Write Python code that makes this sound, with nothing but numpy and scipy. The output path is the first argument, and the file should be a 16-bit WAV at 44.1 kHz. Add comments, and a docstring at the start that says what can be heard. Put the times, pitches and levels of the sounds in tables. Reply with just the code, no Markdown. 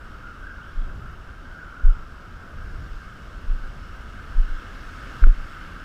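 """Surf on a beach: small waves wash in and their foam fizzes close by, over a roar of far breakers. It is heard
by a camera in a waterproof case beside an upright fishing rod; the case rings with the sea. Wind rumbles on the
case and whistles briefly on the line. Jolts thump the mount; the hardest one makes the case click and the
limiter duck."""
import sys
import numpy as np
from scipy import signal
from scipy.fft import rfft, irfft, next_fast_len
from scipy.io import wavfile
from scipy.ndimage import uniform_filter1d, minimum_filter1d, map_coordinates

SR = 44100
rng = np.random.default_rng(int(sys.argv[2]) if len(sys.argv) > 2 else 0)


def generate_wav(signal):
    """Clip the signal to [-1, 1] and save it as 16-bit WAV at the path in sys.argv[1]."""
    frames = np.transpose(np.atleast_2d(signal))
    scaled = np.clip(frames, -1, 1) * 32767
    pcm = np.round(scaled).astype(np.int16)
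    wavfile.write(sys.argv[1], SR, pcm)


N = 257544

# waves running up the beach: crest_s, rise_s, fall_s, wash_db, foam_db
BEACH_WAVES = [(.6, 2.1, 0.42, -59, -73), (2.78, 0.22, 1.2, -59.5, -64.5), (5.28, 0.59, 0.36, -47.5, -56),
               (5.6, .1, .25, -51.5, -69)]
# the tone of each noise layer, heard through the case: frequency_hz, level_db
WASH_EQ = [(600, -13), (1100, -13.5), (1400, -0.5), (1750, 4), (1970, -4), (2190, 1), (2360, -9),
           (2650, -1.5), (2950, -1), (3400, -5.5), (3900, -19.5), (5000, -22), (8000, -55)]
FOAM_EQ = [(2500, -16.5), (3700, 1), (4150, -2.5), (4400, 0), (4650, -2.5), (5000, 0), (5600, -1),
           (6050, -7), (6500, -5.5), (7100, -9), (8200, -9), (9100, -17), (10800, -13), (12000, -22),
           (13200, -21), (14400, -19), (15200, -14.5)]
HOLLOW_EQ = [(700, -33), (1000, -19.5), (1150, -6.5), (1270, 2), (1430, 0), (1590, 1), (1700, -11),
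             (1950, -24.5), (2600, -42.5)]
ROAR_EQ = [(60, -7), (200, 1), (315, -2.5), (410, -6.5), (600, -6.5), (850, -10.5), (1100, -6.5),
           (1800, -20), (3000, -20.5), (6000, -60.5)]
WIND_EQ = [(10, -3), (25, 8.5), (45, 4), (80, -0.5), (120, -7.5), (200, -16.5), (300, -21), (500, -31.5),
           (1500, -62)]
# jolts of the mount: start_s, swell_s, sway_db, shudder_db, shudder_hz, rebound_db
MOUNT_JOLTS = [ (0.735, 0.065, -15.5, -33, 44.7, -25), (1.832, 0.036, -1, -12, 38.6, -28.5),
               (2.901, 0.038, -23, -25.5, 37.6, -36), (3.458, 0.048, -13.5, -32, 46.6, -24),
               (4.344, 0.044, -7.5, -25.5, 43.6, -18.5), (5.217, 0.039, 6, -2, 36.9, -21), ]
# the case shifting on its mount: start_s, click_db, knock_db
CASE_CLICKS = [(5.2288, -32, -13), (5.2388, -4.5, -11.5), (5.2702, -32, -5)]
# the ring of the plastic case: pitch_hz, level_db, t60_s
CASE_MODES = [(1427, 0, 0.012), (2140, -12.5, 0.01)]
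# gusts buffeting the case: peak_s, half_length_s, level_db
WIND_GUSTS = [(1.013, 0.13, -33.5), (2.738, 0.14, -34.5), (3.59, 0.27, -37.5)]
# whistles of the fishing line: peak_s, half_length_s, top_pitch_hz, level_db
LINE_WHISTLES = [(0.284, 0.052, 1403, -42), (0.503, 0.073, 1542, -40.5), (0.614, .05, 1420, -44.5),
                 (.72, 0.046, 3340, -62), (0.819, .035, 3380, -60.5), (1.601, .05, 1510, -40),
                 (1.83, 0.13, 1433, -41.5)]

WASH_DB, FOAM_DB, HOLLOW_DB, ROAR_DB = -58, -64.5, -48.5, -49.5  # the sea bed between waves
WAVE_HOLLOW_DB, WAVE_ROAR_DB = 4.5, -2.5  # relative to a wave's wash
SWAY_HZ = 25.8  # the mount's own slow swing
OVERTONE_DB = -17.5  # the octave of a full-scale shudder; it grows with the shudder squared
REBOUND_DELAY_S, REBOUND_SWELL_S, REBOUND_HZ = 0.13, 0.044, 21.4
BREEZE_DB, FRESHEN_DB_PER_S = -41.5, .6  # the breeze starts here and slowly picks up
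WHISTLE_SAG, WHISTLE_BREADTH = 0.064, .15  # shares of the pitch: droop as a puff dies, breathy width
TOP_HZ = 15400  # the camera's band limit


def surf():
    """Each wave lifts the wash, the foam, the hollow ring and the roar above the steady sea."""
    wave_wash = np.sqrt(sum(swell(s, rise, fall) * amp(db) ** 2 for s, rise, fall, db, _ in BEACH_WAVES))
    wave_foam = np.sqrt(sum(swell(s, rise, fall) * amp(db) ** 2 for s, rise, fall, _, db in BEACH_WAVES))
    return roar(wave_wash) + hollow(wave_wash) + wash(wave_wash) + foam(wave_foam)


def wash(wave_gain):
    """Water runs up the beach in a fluttering rush of splashes and bubbles."""
    splashes = rush(patchy_db=1.7) + 0.34 * bubbles(count=6000, centre_hz=2110, cycles=2.1, spread_db=2.5)
    return coloured(splashes, WASH_EQ) * np.hypot(amp(WASH_DB), wave_gain) * amp(0.22 * wobble(12))


def foam(wave_gain):
    """Tiny bursting bubbles make a bright, close fizz."""
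    fizz = rush(patchy_db=1.05) + 0.31 * bubbles(count=12000, centre_hz=7300, cycles=1.7, spread_db=2.5)
    return coloured(fizz, FOAM_EQ) * np.hypot(amp(FOAM_DB), wave_gain)


def hollow(wave_gain):
    """The sea rings in the hollow of the case as a boxy midrange band."""
    surges = rush(patchy_db=1.2) * amp(.5 * wobble(11))
    return coloured(surges, HOLLOW_EQ) * np.hypot(amp(HOLLOW_DB), amp(WAVE_HOLLOW_DB) * wave_gain)


def roar(wave_gain):
    """Far breakers lay down a dull roar, and each near wave adds body to it."""
    breakers = rush(patchy_db=.9) * amp(.4 * wobble(9))
    return coloured(breakers, ROAR_EQ) * np.hypot(amp(ROAR_DB), amp(WAVE_ROAR_DB) * wave_gain)


def mount_thumps():
    """Each jolt swings the mount in a deep sway with a faster shudder on top, then a slower rebound."""
    out = np.zeros(N)
    for start_s, swell_s, sway_db, shudder_db, shudder_hz, rebound_db in MOUNT_JOLTS:
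        sway = amp(sway_db) * swing(SWAY_HZ, swell_s)
        shudder = amp(shudder_db) * swing(shudder_hz, swell_s)
        overtone = amp(2 * shudder_db + OVERTONE_DB) * swing(2 * shudder_hz, swell_s)
        add(out, start_s, sway + shudder + overtone)
        add(out, start_s + REBOUND_DELAY_S, amp(rebound_db) * swing(REBOUND_HZ, REBOUND_SWELL_S))
    return out


def case_clicks():
    """The plastic case shifts: a ringing tick over a short, dull knock."""
    out, t = np.zeros(N), np.arange(SR // 20) / SR
    ring = sum(amp(db - 60 * t / t60) * np.sin(2 * np.pi * hz * t) for hz, db, t60 in CASE_MODES)
    knock = amp(-60 * t / 0.006) * np.sin(2 * np.pi * 270 * t)
    attack = 1 - np.exp(-t / .0009)
    for start_s, click_db, knock_db in CASE_CLICKS:
        add(out, start_s, attack * (amp(click_db) * ring + amp(knock_db) * knock))
    return out


def wind_rumble():
    """Eddies buffet the case in uneven lumps; gusts ride on the breeze."""
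    breeze = amp(BREEZE_DB + FRESHEN_DB_PER_S * np.arange(N) / SR)
    gust_power = sum(puff(peak_s, half_s) * amp(db) ** 2 for peak_s, half_s, db in WIND_GUSTS)
    lumps = amp(1.1 * wobble(12))
    return coloured(rng.standard_normal(N), WIND_EQ) * lumps * np.sqrt(breeze ** 2 + gust_power)


def line_whistle():
    """Vortices shed by the line sing a breathy note whose pitch and power rise and fall with each puff."""
    out = np.zeros(N)
    for peak_s, half_length_s, top_hz, level_db in LINE_WHISTLES:
        strength = puff(peak_s, half_length_s)
        pitch_hz = top_hz * (1 - WHISTLE_SAG * (1 - strength)) * (1 + .025 * wobble(70))
        phase = 2 * np.pi * np.cumsum(pitch_hz) / SR
        width_hz = WHISTLE_BREADTH * top_hz
        breath = .6 * (wobble(width_hz) * np.sin(phase) + wobble(width_hz) * np.cos(phase))
        out += (0.69 * np.sin(phase) + breath) * amp(level_db) * np.sqrt(strength)
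    return out


def swell(crest_s, rise_s, fall_s):
    """Power envelope of a wave: it builds and drains exponentially around a rounded crest."""
    t = np.arange(N) / SR - crest_s
    return np.exp(-np.logaddexp(-2 * t / rise_s, 2 * t / fall_s) / 2)


def rush(patchy_db):
    """Rushing water: white noise with random louder and softer patches in time and frequency."""
    spectrum = signal.stft(rng.standard_normal(N), nperseg=512)[2]
    patches = uniform_filter1d(rng.standard_normal(spectrum.shape), size=5, axis=0)
    patches = uniform_filter1d(patches, size=16, axis=1)
    return unit(signal.istft(spectrum * amp(patchy_db * unit(patches)), nperseg=512)[1][:N])


def bubbles(count, centre_hz, cycles, spread_db):
    """Bursting bubbles: tiny damped sines of scattered pitch and level."""
    start = rng.integers(0, N, count)[:, None]
    pitch_hz = np.minimum(centre_hz * np.exp(.5 * rng.standard_normal((count, 1))), TOP_HZ)
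    gain = amp(spread_db * np.minimum(rng.exponential(size=(count, 1)), 5))
    age = np.arange(160)  # samples
    turns = pitch_hz * age / SR
    pops = gain * np.sin(2 * np.pi * turns) * np.exp(-turns / cycles)
    return unit(np.bincount((start + age).ravel(), pops.ravel(), N)[:N])


def swing(hz, swell_s):
    """A few swings that build up over swell_s and die away."""
    t = np.arange(SR // 2) / SR
    envelope = (t / swell_s * np.exp(1 - t / swell_s)) ** 3
    return envelope * np.sin(2 * np.pi * hz * t)


def puff(peak_s, half_length_s):
    """A bell-shaped rise and fall of the wind, 1 at its peak."""
    return np.exp(-((np.arange(N) / SR - peak_s) / half_length_s) ** 2)


def amp(db):
    """Decibels to gain."""
    return 10 ** (np.asarray(db) / 20)


def unit(x):
    """Scale to rms 1."""
    return x / np.sqrt(np.mean(x ** 2) + 1e-20)


def wobble(rate_hz):
    """Smooth random modulation at rms 1, through rate_hz points a second."""
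    points = rng.standard_normal(int(N * rate_hz / SR) + 4)
    return unit(map_coordinates(points, [np.arange(N) * rate_hz / SR]))


def filtered(x, response):
    """Filter x by a gain given as a function of frequency."""
    size = next_fast_len(N + SR // 2)
    return irfft(rfft(x, size) * response(np.fft.rfftfreq(size, 1 / SR)), size)[:N]


def coloured(x, eq):
    """Shape x with an EQ curve on a log frequency axis, at rms 1."""
    eq_hz, eq_db = np.transpose(eq)
    return unit(filtered(x, lambda hz: amp(np.interp(np.log(hz + 1), np.log(eq_hz), eq_db))))


def add(track, start_s, sound):
    """Lay a sound into the track at start_s."""
    part = track[round(start_s * SR):][:len(sound)]
    part += sound[:len(part)]


def limiter(x, ceiling, release_s):
    """The gain ducks just ahead of a peak and creeps back over the release time."""
    excess = np.log(np.maximum(np.abs(x) / ceiling, 1))
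    fade = np.exp(np.arange(N) / SR / release_s)
    held = np.maximum.accumulate(excess * fade) / fade
    gain = minimum_filter1d(np.exp(-held), size=600)  # look-ahead
    return x * uniform_filter1d(uniform_filter1d(gain, size=300), size=300)


def scene():
    """Surf, wind and thumps, mixed to mono."""
    return (surf() + wind_rumble() + line_whistle() + mount_thumps() + case_clicks())[None]


def record(dry):
    """The camera limits peaks and cuts everything above its band limit."""
    limited = limiter(dry[0], ceiling=.95, release_s=.14)
    return filtered(limited, lambda hz: hz < TOP_HZ)[None]


dry = scene()
out = record(dry)
generate_wav(out)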